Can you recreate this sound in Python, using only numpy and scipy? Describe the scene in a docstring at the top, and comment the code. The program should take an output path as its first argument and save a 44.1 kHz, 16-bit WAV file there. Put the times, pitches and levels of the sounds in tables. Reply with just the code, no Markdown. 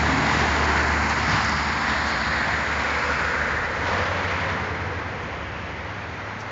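"""A minibus rolls slowly out of a garage and past, across an asphalt yard.
Its drive hums in gliding sines under the shaped noise of the tyres and the rush of the cooling air.
A second rotor, the blower, drones and whines; bumps ring the body panels and grit scrapes under the tread.
As it turns away the hiss fades, the hollow body drones, and the yard's steady noise comes forward.
"""
import sys
import numpy as np
from scipy import signal
from scipy.fft import rfft, irfft, next_fast_len
from scipy.io import wavfile
from scipy.ndimage import map_coordinates

SR = 44100
rng = np.random.default_rng(int(sys.argv[2]) if len(sys.argv) > 2 else 0)


def master_out(mix):
    """Clip the mix to full scale and print it as 16-bit PCM to the path in sys.argv[1]."""
    frames = np.transpose(np.atleast_2d(mix))
    ceiling = np.clip(frames, -1, 1)
    pcm = np.round(ceiling * 32767).astype(np.int16)
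    wavfile.write(sys.argv[1], SR, pcm)


N = 287091  # samples, about 6.5 s


def amp(db):
    """Decibels to gain."""
    return np.exp(np.asarray(db) * (np.log(10) / 20))


def unit(x):
    """Scale to rms 1."""
    return x / np.sqrt(np.mean(x ** 2) + 1e-20)


def curves(rows):
    """One value per sample for each column after the time, joined by straight lines."""
    times, *columns = np.transpose(rows)
    return [np.interp(np.arange(N) / SR, times, column) for column in columns]


def hump(s, half_length):
    """A smooth rise from 0 to 1 and back, centred on s."""
    return np.exp(-((np.arange(N) / SR - s) / half_length) ** 2)


def surges(rows):
    """Summed gain in dB from rows of (time [s], half length [s], gain [dB])."""
    return sum(db * hump(s, half) for s, half, db in rows)


def swell(s, db, rise, fall):
    """Gain that climbs to db at s and dies away, both in dB a second."""
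    t = np.arange(N) / SR - s
    return amp(db + np.minimum(rise * t, -fall * t))


def wobble(rate):
    """A smooth random curve, rate knots a second."""
    coarse = np.arange(0, N, 64)
    knots = rng.standard_normal(2048)
    curve = map_coordinates(knots, [coarse * rate / SR], mode="wrap")
    return np.interp(np.arange(N), coarse, curve)


def noise(colour):
    """Noise of rms 1 with a gain that is a function of frequency."""
    m = next_fast_len(N, real=True)
    hz = np.arange(m // 5) * SR / m  # the bins above a fifth of SR stay empty
    real, imag = rng.standard_normal((2, len(hz)))
    spectrum = (real + 1j * imag) * colour(hz)
    return unit(irfft(spectrum.astype(np.complex64), m)[:N])


def shaped(spectrum):
    """Noise of rms 1 with the colour of (frequency [Hz], level [dB]) points and none beyond them."""
    f, db = np.transpose(spectrum)
    return noise(lambda hz: amp(np.interp(np.log(hz + 1), np.log(f), db, left=-120, right=-120)))


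def phase(hz):
    """Running angle of a steady or gliding frequency, from a random start."""
    turns = np.cumsum(np.broadcast_to(hz / SR, N)) + rng.random()
    return (2 * np.pi * (turns - np.floor(turns))).astype(np.float32)


def tone(hz, waver_db):
    """A slightly unsteady sine of rms 1."""
    return unit(np.sin(phase(hz)) * amp(waver_db * wobble(8.3)))


def resonance(centre_hz, width_hz):
    """Turbulence in one resonance: two slow noises on a carrier whose pitch may move."""
    bell = lambda hz: 1 / (1 + (hz / width_hz) ** 2) ** 2
    angle = phase(centre_hz)
    return noise(bell) * np.cos(angle) + noise(bell) * np.sin(angle)


# the drive's hum, four pulses to a shaft turn: (time [s], pitch [Hz])
HUM_PITCH = [(0, 75.04), (.3, 75.3), (.8, 73.6), (1.4, 74.2), (2.2, 75.68), (3.35, 77.32), (4.55, 80),
             (5.2, 80.9), (6.5, 84.5)]
# the drive's load, heard as the strength of its hum: (time [s], level [dB])
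HUM_LEVEL = [(0, -27), (.2, -37), (.5, -30), (.9, -28.5), (1.15, -33.5), (1.35, -32), (1.6, -34.5),
             (2.2, -38.5), (3.1, -39.5), (4.7, -38), (5.4, -44), (6.5, -45)]
# overtones: (multiple of the hum [ratio], relative level [dB], lift by the garage mouth [dB])
HUM_OVERTONES = [(2, 1, 12), (2.76, -1, -4), (3, 5, 2.5), (3.52, -9.5, 20), (3.75, -2, -4.5), (4, -5, 9)]
# the overtones growl as the drive pulls: (time [s], half length [s], gain [dB])
PULLS = [(1.6, 0.85, 6)]
# the garage mouth colours the overtones: (time [s], half length [s])
GARAGE = (0.16, 0.23)
# the fifth shaft order comes through late: (peak time [s], level [dB], rise [dB/s], fall [dB/s])
FIFTH_SWELL = (4.5, -40, 13, 2)
OVERTONE_DB, OVERTONE_FADE_DB_PER_S = -44, 3.5  # base level at the garage door; steady loss


def drive():
    """The turning drive hums at its pulse rate, with overtones that fade as it turns away."""
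    pitch, = curves(HUM_PITCH)
    hum_db, = curves(HUM_LEVEL)
    hum = amp(hum_db) * tone(pitch, waver_db=1.0)
    doorway = hump(*GARAGE)
    overtones = sum(
        amp(db + lift_db * doorway) * tone(multiple * pitch, waver_db=2.0)
        for multiple, db, lift_db in HUM_OVERTONES)
    overtone_db = OVERTONE_DB - OVERTONE_FADE_DB_PER_S * np.arange(N) / SR + surges(PULLS)
    fifth = tone(pitch * 5 / 4, waver_db=1.5)
    return hum + amp(overtone_db) * overtones + swell(*FIFTH_SWELL) * fifth


# bands of the roar coloured by the road's texture: (centre [Hz], width [Hz])
TEXTURE_BANDS = [(850, 120), (1150, 110), (1450, 160), (1780, 220), (2150, 240)]
TEXTURE_DB, TEXTURE_RATE = 0.25, 11  # depth; knots a second


def textured(x):
    """Each band of the roar swells and sinks on its own as the tread meets new asphalt."""
    hz, t, z = signal.stft(x, SR, nperseg=512)
    drift = lambda: np.interp(t * SR, np.arange(N), wobble(TEXTURE_RATE))
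    pattern = sum(
        np.exp(-((hz[:, None] - centre) / width) ** 2) * drift()
        for centre, width in TEXTURE_BANDS)
    return unit(signal.istft(z * amp(TEXTURE_DB * pattern), SR, nperseg=512)[1][:N])


# colour of the wheels' rumble: (frequency [Hz], relative level [dB])
RUMBLE = [(25, -26.5), (45, -9), (62, -9.5), (100, -3), (160, -3), (250, -2.5), (380, -4), (520, -8.5),
          (900, -32.5)]
# colour of the tread's roar: (frequency [Hz], relative level [dB])
TREAD = [(250, -36.5), (480, -13), (660, -1.5), (960, 1), (1230, -0.5), (1600, 0.5), (2050, -0.5),
         (2450, -8), (2900, -20.5), (4000, -30)]
# colour of the tread's hiss: (frequency [Hz], relative level [dB])
HISS = [(1500, -36.5), (2600, 2.5), (3400, -0.5), (4300, 0), (5200, -4), (6100, -8.5), (7000, -11),
        (8000, -30)]
# the tyre noise swells and briefly dips: (time [s], half length [s], gain [dB])
TYRE_SURGES = [(.38, .14, 1.5), (1.35, 0.062, 2.5), (1.91, 0.052, 2), (2.1, .05, 1.5), (3.72, 0.16, -0.5),
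               (3.94, 0.12, 3.5), (4.27, 0.16, 1)]
# the rumble swells in the garage mouth, then in the turn: (time [s], half length [s], gain [dB])
RUMBLINGS = [(.1, 1.6, 5.5), (4.8, .6, 3)]
RUMBLE_DB, TREAD_DB, HISS_DB = -36.5, -23.5, -35  # base levels, with the bus close
RUMBLE_FADES = 0.49  # dB for each dB of passing
HISS_FADES, HISS_SURGES = 1.73, 1.9  # dB for each dB of passing, of surge


def tyres(passing_db):
    """Rough asphalt shakes the wheels; the tread roars and hisses, fluttering with the surface."""
    surge_db = surges(TYRE_SURGES)
    surface_db = surge_db + 0.5 * wobble(60)
    rumble_db = RUMBLE_DB + RUMBLE_FADES * passing_db + surges(RUMBLINGS) + 0.93 * surge_db
    rumble = amp(rumble_db) * shaped(RUMBLE)
    tread = amp(TREAD_DB + passing_db + surface_db) * textured(shaped(TREAD))
    hiss_flutter_db = HISS_SURGES * surface_db + 0.72 * wobble(200)
    hiss = amp(HISS_DB + HISS_FADES * passing_db + hiss_flutter_db) * shaped(HISS)
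    return rumble + tread + hiss


# overlapping bands of airy noise swell and fade at various pitches:
# (time [s], half length [s], centre [Hz], width [Hz], level [dB])
RUSHES = [(.15, 0.19, 149, 45, -37), (0.404, 0.72, 988.5, 339.7, -32.5), (0.652, 0.3, 431.5, 139.5, -36.5),
          (0.846, 0.19, 1553, 527, -29), (1.372, 0.15, 1330, 560, -31), (1.452, 0.34, 4890, 955, -38),
          (1.65, 0.31, 1038, 240, -36), (2.1, 0.5, 214.5, 40, -42), (1.932, 0.15, 1832, 299, -33),
          (2.203, 0.38, 4290, 1053, -39), (2.46, 0.28, 1777, 560, -28), (2.95, 0.18, 2146, 396, -32.5),
          (2.95, 0.34, 521, 90, -41), (3.048, 0.49, 260.7, 59.86, -44), (3.152, .2, 2473, 404, -39),
          (3.1, 0.27, 4810, 1100, -45.5), (3.246, 0.52, 1449, 281, -29.5), (3.38, 0.4, 1798, 418, -32.5),
          (3.6, 0.1, 1850, 298, -31.5), (3.947, 0.091, 1000, 380, -32), (4.48, .15, 950, 300, -37.5),
          (4.36, 0.24, 2095, 560, -36), (4.253, .45, 2904, 955, -42), (4.75, 0.87, 159.9, 70, -42.5),
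          (5.5, 0.55, 2654, 944, -45.5)]
SIZZLE_HZ, SIZZLE_DB = 6835, -47  # fine air noise; base level, with the bus close
SIZZLE_HIDDEN_S, SIZZLE_FADE_DB_PER_S = 3.46, 14  # when the body starts to shield it, and how fast


def air(passing_db):
    """Cooling air rushes in overlapping bands of turbulent noise, with a fine sizzle on top."""
    pitch, = curves(HUM_PITCH)
    # the flow throbs once a shaft turn and with each pulse of the drive
    turn = phase(pitch / 4)
    pulse = phase(pitch)
    throb = amp(0.47 * np.sin(turn) + 1.0 * np.sin(pulse))
    shield_db = SIZZLE_FADE_DB_PER_S * np.maximum(np.arange(N) / SR - SIZZLE_HIDDEN_S, 0)
    sizzle_db = SIZZLE_DB + 2.1 * passing_db - shield_db
    sizzle = amp(sizzle_db) * resonance(SIZZLE_HZ, width_hz=660)
    rush = sum(
        amp(db) * hump(s, half) * resonance(hz, width)
        for s, half, hz, width, db in RUSHES)
    return throb * (rush + sizzle)


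# dips that sweep through the rush as the angle changes:
# (time [s], half length [s], centre [Hz], glide [Hz/s], width [Hz], depth [dB])
DIPS = [(.5, 0.67, 1290, -55.5, 111, 2), (0.936, 0.25, 3540, -600, 420, 6.5), (1.7, 0.64, 555, -81, 172, 5),
        (2.082, 0.35, 2530, -330, 260, 3), (2.055, 0.46, 6120, -200, 284, 6.5),
        (2.303, 0.43, 1330, -100, 130.5, 2), (3.296, 0.49, 720, -81.5, 118.6, 4),
        (4.003, 1.1, 365, -0.5, 65.5, 2)]


def dipped(x):
    """Reflections partly cancel narrow bands, each gliding as it deepens and fills again."""
    hz, t, z = signal.stft(x, SR, nperseg=1024)
    for s, half, centre, glide, width_hz, depth_db in DIPS:
        offset = (hz[:, None] - centre - glide * (t - s)) / width_hz
        z = z * amp(-depth_db * np.exp(-((t - s) / half) ** 2 - offset ** 2))
    return signal.istft(z, SR, nperseg=1024)[1][:N]


# the blower's pitch falls as it winds down: (time [s], pitch [Hz])
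DRONE_PITCH = [(1.3, 103), (2.9, 99.86), (3.35, 95.4), (3.95, 91.93), (4.8, 89.7), (5.75, 87.4),
               (6.5, 84.7)]
# the body booms with the blower: (time [s], half length [s], level [dB])
BOOMS = [(1.35, 0.14, -38.5), (4.16, 0.3, -31.8), (4.848, 0.17, -38), (5.8, 0.24, -48)]
# the blower's half order throbs in the body: (time [s], half length [s], level [dB])
THROB = (3.75, 0.63, -44)
# the whine comes and goes: (time [s], half length [s], multiple of the pitch [ratio], level [dB])
WHINE = [(3.077, 0.18, 5, -39.5), (3.983, .22, 5.38, -37), (4, .09, 7.5, -41), (4.12, .2, 6.5, -38.5),
         (4.36, 0.22, 6, -42), (4.75, .33, 5, -43), (5.2, .45, 5.5, -46.5)]
DRONE_DB = -48  # base level of the steady part, with the bus close
WHINE_WAVER = 0.00608  # scale of the random drift, as a share of its pitch


def blower(passing_db):
    """A second rotor winds down beside the drive; the body booms with it and its high orders whine."""
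    pitch, = curves(DRONE_PITCH)
    booms = sum(amp(db) * hump(s, half) for s, half, db in BOOMS)
    drone_gain = amp(DRONE_DB + 0.25 * passing_db) + booms
    throb_s, throb_half, throb_db = THROB
    throb = amp(throb_db) * hump(throb_s, throb_half) * tone(pitch / 2, waver_db=0.5)
    strand = lambda k: tone(k * pitch * (1 + WHINE_WAVER * wobble(14)), waver_db=2.0)
    whine = sum(amp(db) * hump(s, half) * strand(k) for s, half, k, db in WHINE)
    return drone_gain * tone(pitch, waver_db=2.0) + throb + whine


# lesser hums of pumps and fans:
# (time [s], half length [s], pitch at that time [Hz], glide [Hz/s], level [dB])
SIDE_HUMS = [(0, 1.1, 111.7, 6.5, -39.5), (.2, .7, 62.5, 2, -39.5), (2, .9, 62.1, 3.5, -41),
             (3.046, 1.2, 70.94, -1.3, -38.5), (3.401, 2, 127, -1, -52.5), (4.498, 2, 276.4, 0, -52),
             (5.2, 1.3, 45, -1, -52.5), (5.348, 0.72, 554.6, 0, -48), (5.498, 0.78, 68.7, -1.2, -42.5)]


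def auxiliaries():
    """Pumps and fans hum in overlapping swells, most of them gliding in pitch."""
    t = np.arange(N) / SR
    return sum(
        amp(db) * hump(s, half) * tone(hz + glide * (t - s), waver_db=2.5)
        for s, half, hz, glide, db in SIDE_HUMS)


# colour of the yard's background: (frequency [Hz], relative level [dB])
YARD = [(30, -25), (60, -9.5), (100, -5), (160, 0), (240, -8.5), (350, -12.5), (550, -5.5), (750, -10),
        (1500, -12), (2300, -12), (3700, -21), (6800, -30), (7500, -49)]


def yard():
    """The open yard's steady background, as shaped noise."""
    return amp(-39.0) * shaped(YARD)


# bumps in the paving: (time [s], level [dB], hardness [dB per octave])
KNOCKS = [(0.072, -29, 10.5), (1.274, -25, 4), (1.328, -20.5, -4), (2.514, -27.5, -8)]
# modes of the body panels: (frequency [Hz], relative level [dB], time to fall 60 dB [s])
PANELS = [(72.7, -2, 0.28), (97.7, 2.5, 0.18), (159.4, -1, 0.31), (189, -18, 0.096), (299, -4.5, 0.067)]


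def knocks():
    """Each bump rings the body panels' decaying modes; a harder one favours the higher modes."""
    out = np.zeros(N + SR)
    t = np.arange(SR // 2) / SR
    onset = 1 - np.exp(-t / 0.0039)
    for s, db, hardness in KNOCKS:
        ring = sum(
            amp(level + hardness * np.log2(hz / 100) - 60 * t / t60) * np.sin(2 * np.pi * hz * t)
            for hz, level, t60 in PANELS)
        out[round(s * SR):][:len(t)] += amp(db) * ring * onset
    return out[:N]


# grit under the tread: (time [s], level [dB], centre [Hz], width [Hz], length [s])
SCUFFS = [(1.099, -36, 6010, 1800, .003), (1.18, -46, 3800, 1500, 0.013), (1.402, -27, 1090, 300, 0.004),
          (1.449, -30, 6000, 1800, 0.001), (1.496, -29.5, 6000, 1700, 0.00092),
          (2.09, -44, 6300, 1500, .022), (5.236, -56.5, 6200, 1100, .012), (6.41, -47, 5400, 1900, 0.013)]


def scuffs():
    """Grit scrapes under the tread in short bursts of band noise."""
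    out = np.zeros(N + 2 * SR)
    t = np.arange(SR) / SR - 0.5  # each burst peaks mid-buffer
    hz = np.arange(SR // 2 + 1)
    for s, db, centre, width, length in SCUFFS:
        band = 1 / (1 + ((hz - centre) / width) ** 2) ** 2
        grain = unit(irfft(rfft(rng.standard_normal(SR)) * band))
        out[round(s * SR):][:SR] += amp(db) * np.exp(-0.5 * (t / length) ** 2) * grain
    return out[SR // 2:][:N]


# the hollow under the body shifts as the bus moves off: (time [s], centre [Hz])
HOLLOW_PITCH = [(3, 510.4), (4, 515), (4.7, 481.5), (6.5, 490.7)]
# its roar: (peak time [s], level [dB], rise [dB/s], fall [dB/s])
HOLLOW_SWELL = (4, -34, 6, 8.5)


def hollow():
    """The hollow under the body roars as one moving resonance, swelling and dying away."""
    hz, = curves(HOLLOW_PITCH)
    return swell(*HOLLOW_SWELL) * resonance(hz, width_hz=130)


# the rolling noise falls as the bus turns away: (time [s], level [dB])
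PASSING = [(0, 0), (.8, 0), (2.2, -2), (3.1, -2.5), (3.6, -4.5), (4.5, -4.5), (4.9, -8.5), (5.5, -12),
           (6.5, -11)]


def scene():
    """The minibus over the steady background of the yard; reflections thin its tyre and air noise."""
    passing_db, = curves(PASSING)
    rushing = dipped(tyres(passing_db) + air(passing_db))
    machinery = drive() + blower(passing_db) + auxiliaries()
    mix = machinery + rushing + yard() + knocks() + scuffs() + hollow()
    return mix[None]


def record(dry):
    """Thins the deep bass and rolls off steeply around 7.6 kHz."""
    m = next_fast_len(N + SR // 4, real=True)
    hz = np.fft.rfftfreq(m, 1 / SR)
    bass_cut = 1 - 1 / (1 + (hz / 36) ** 5)
    band_limit = 1 / np.sqrt(1 + np.exp((hz - 7600) / 70))
    return irfft(rfft(dry, m) * bass_cut * band_limit, m)[:, :N]


dry = scene()
out = record(dry)
master_out(out)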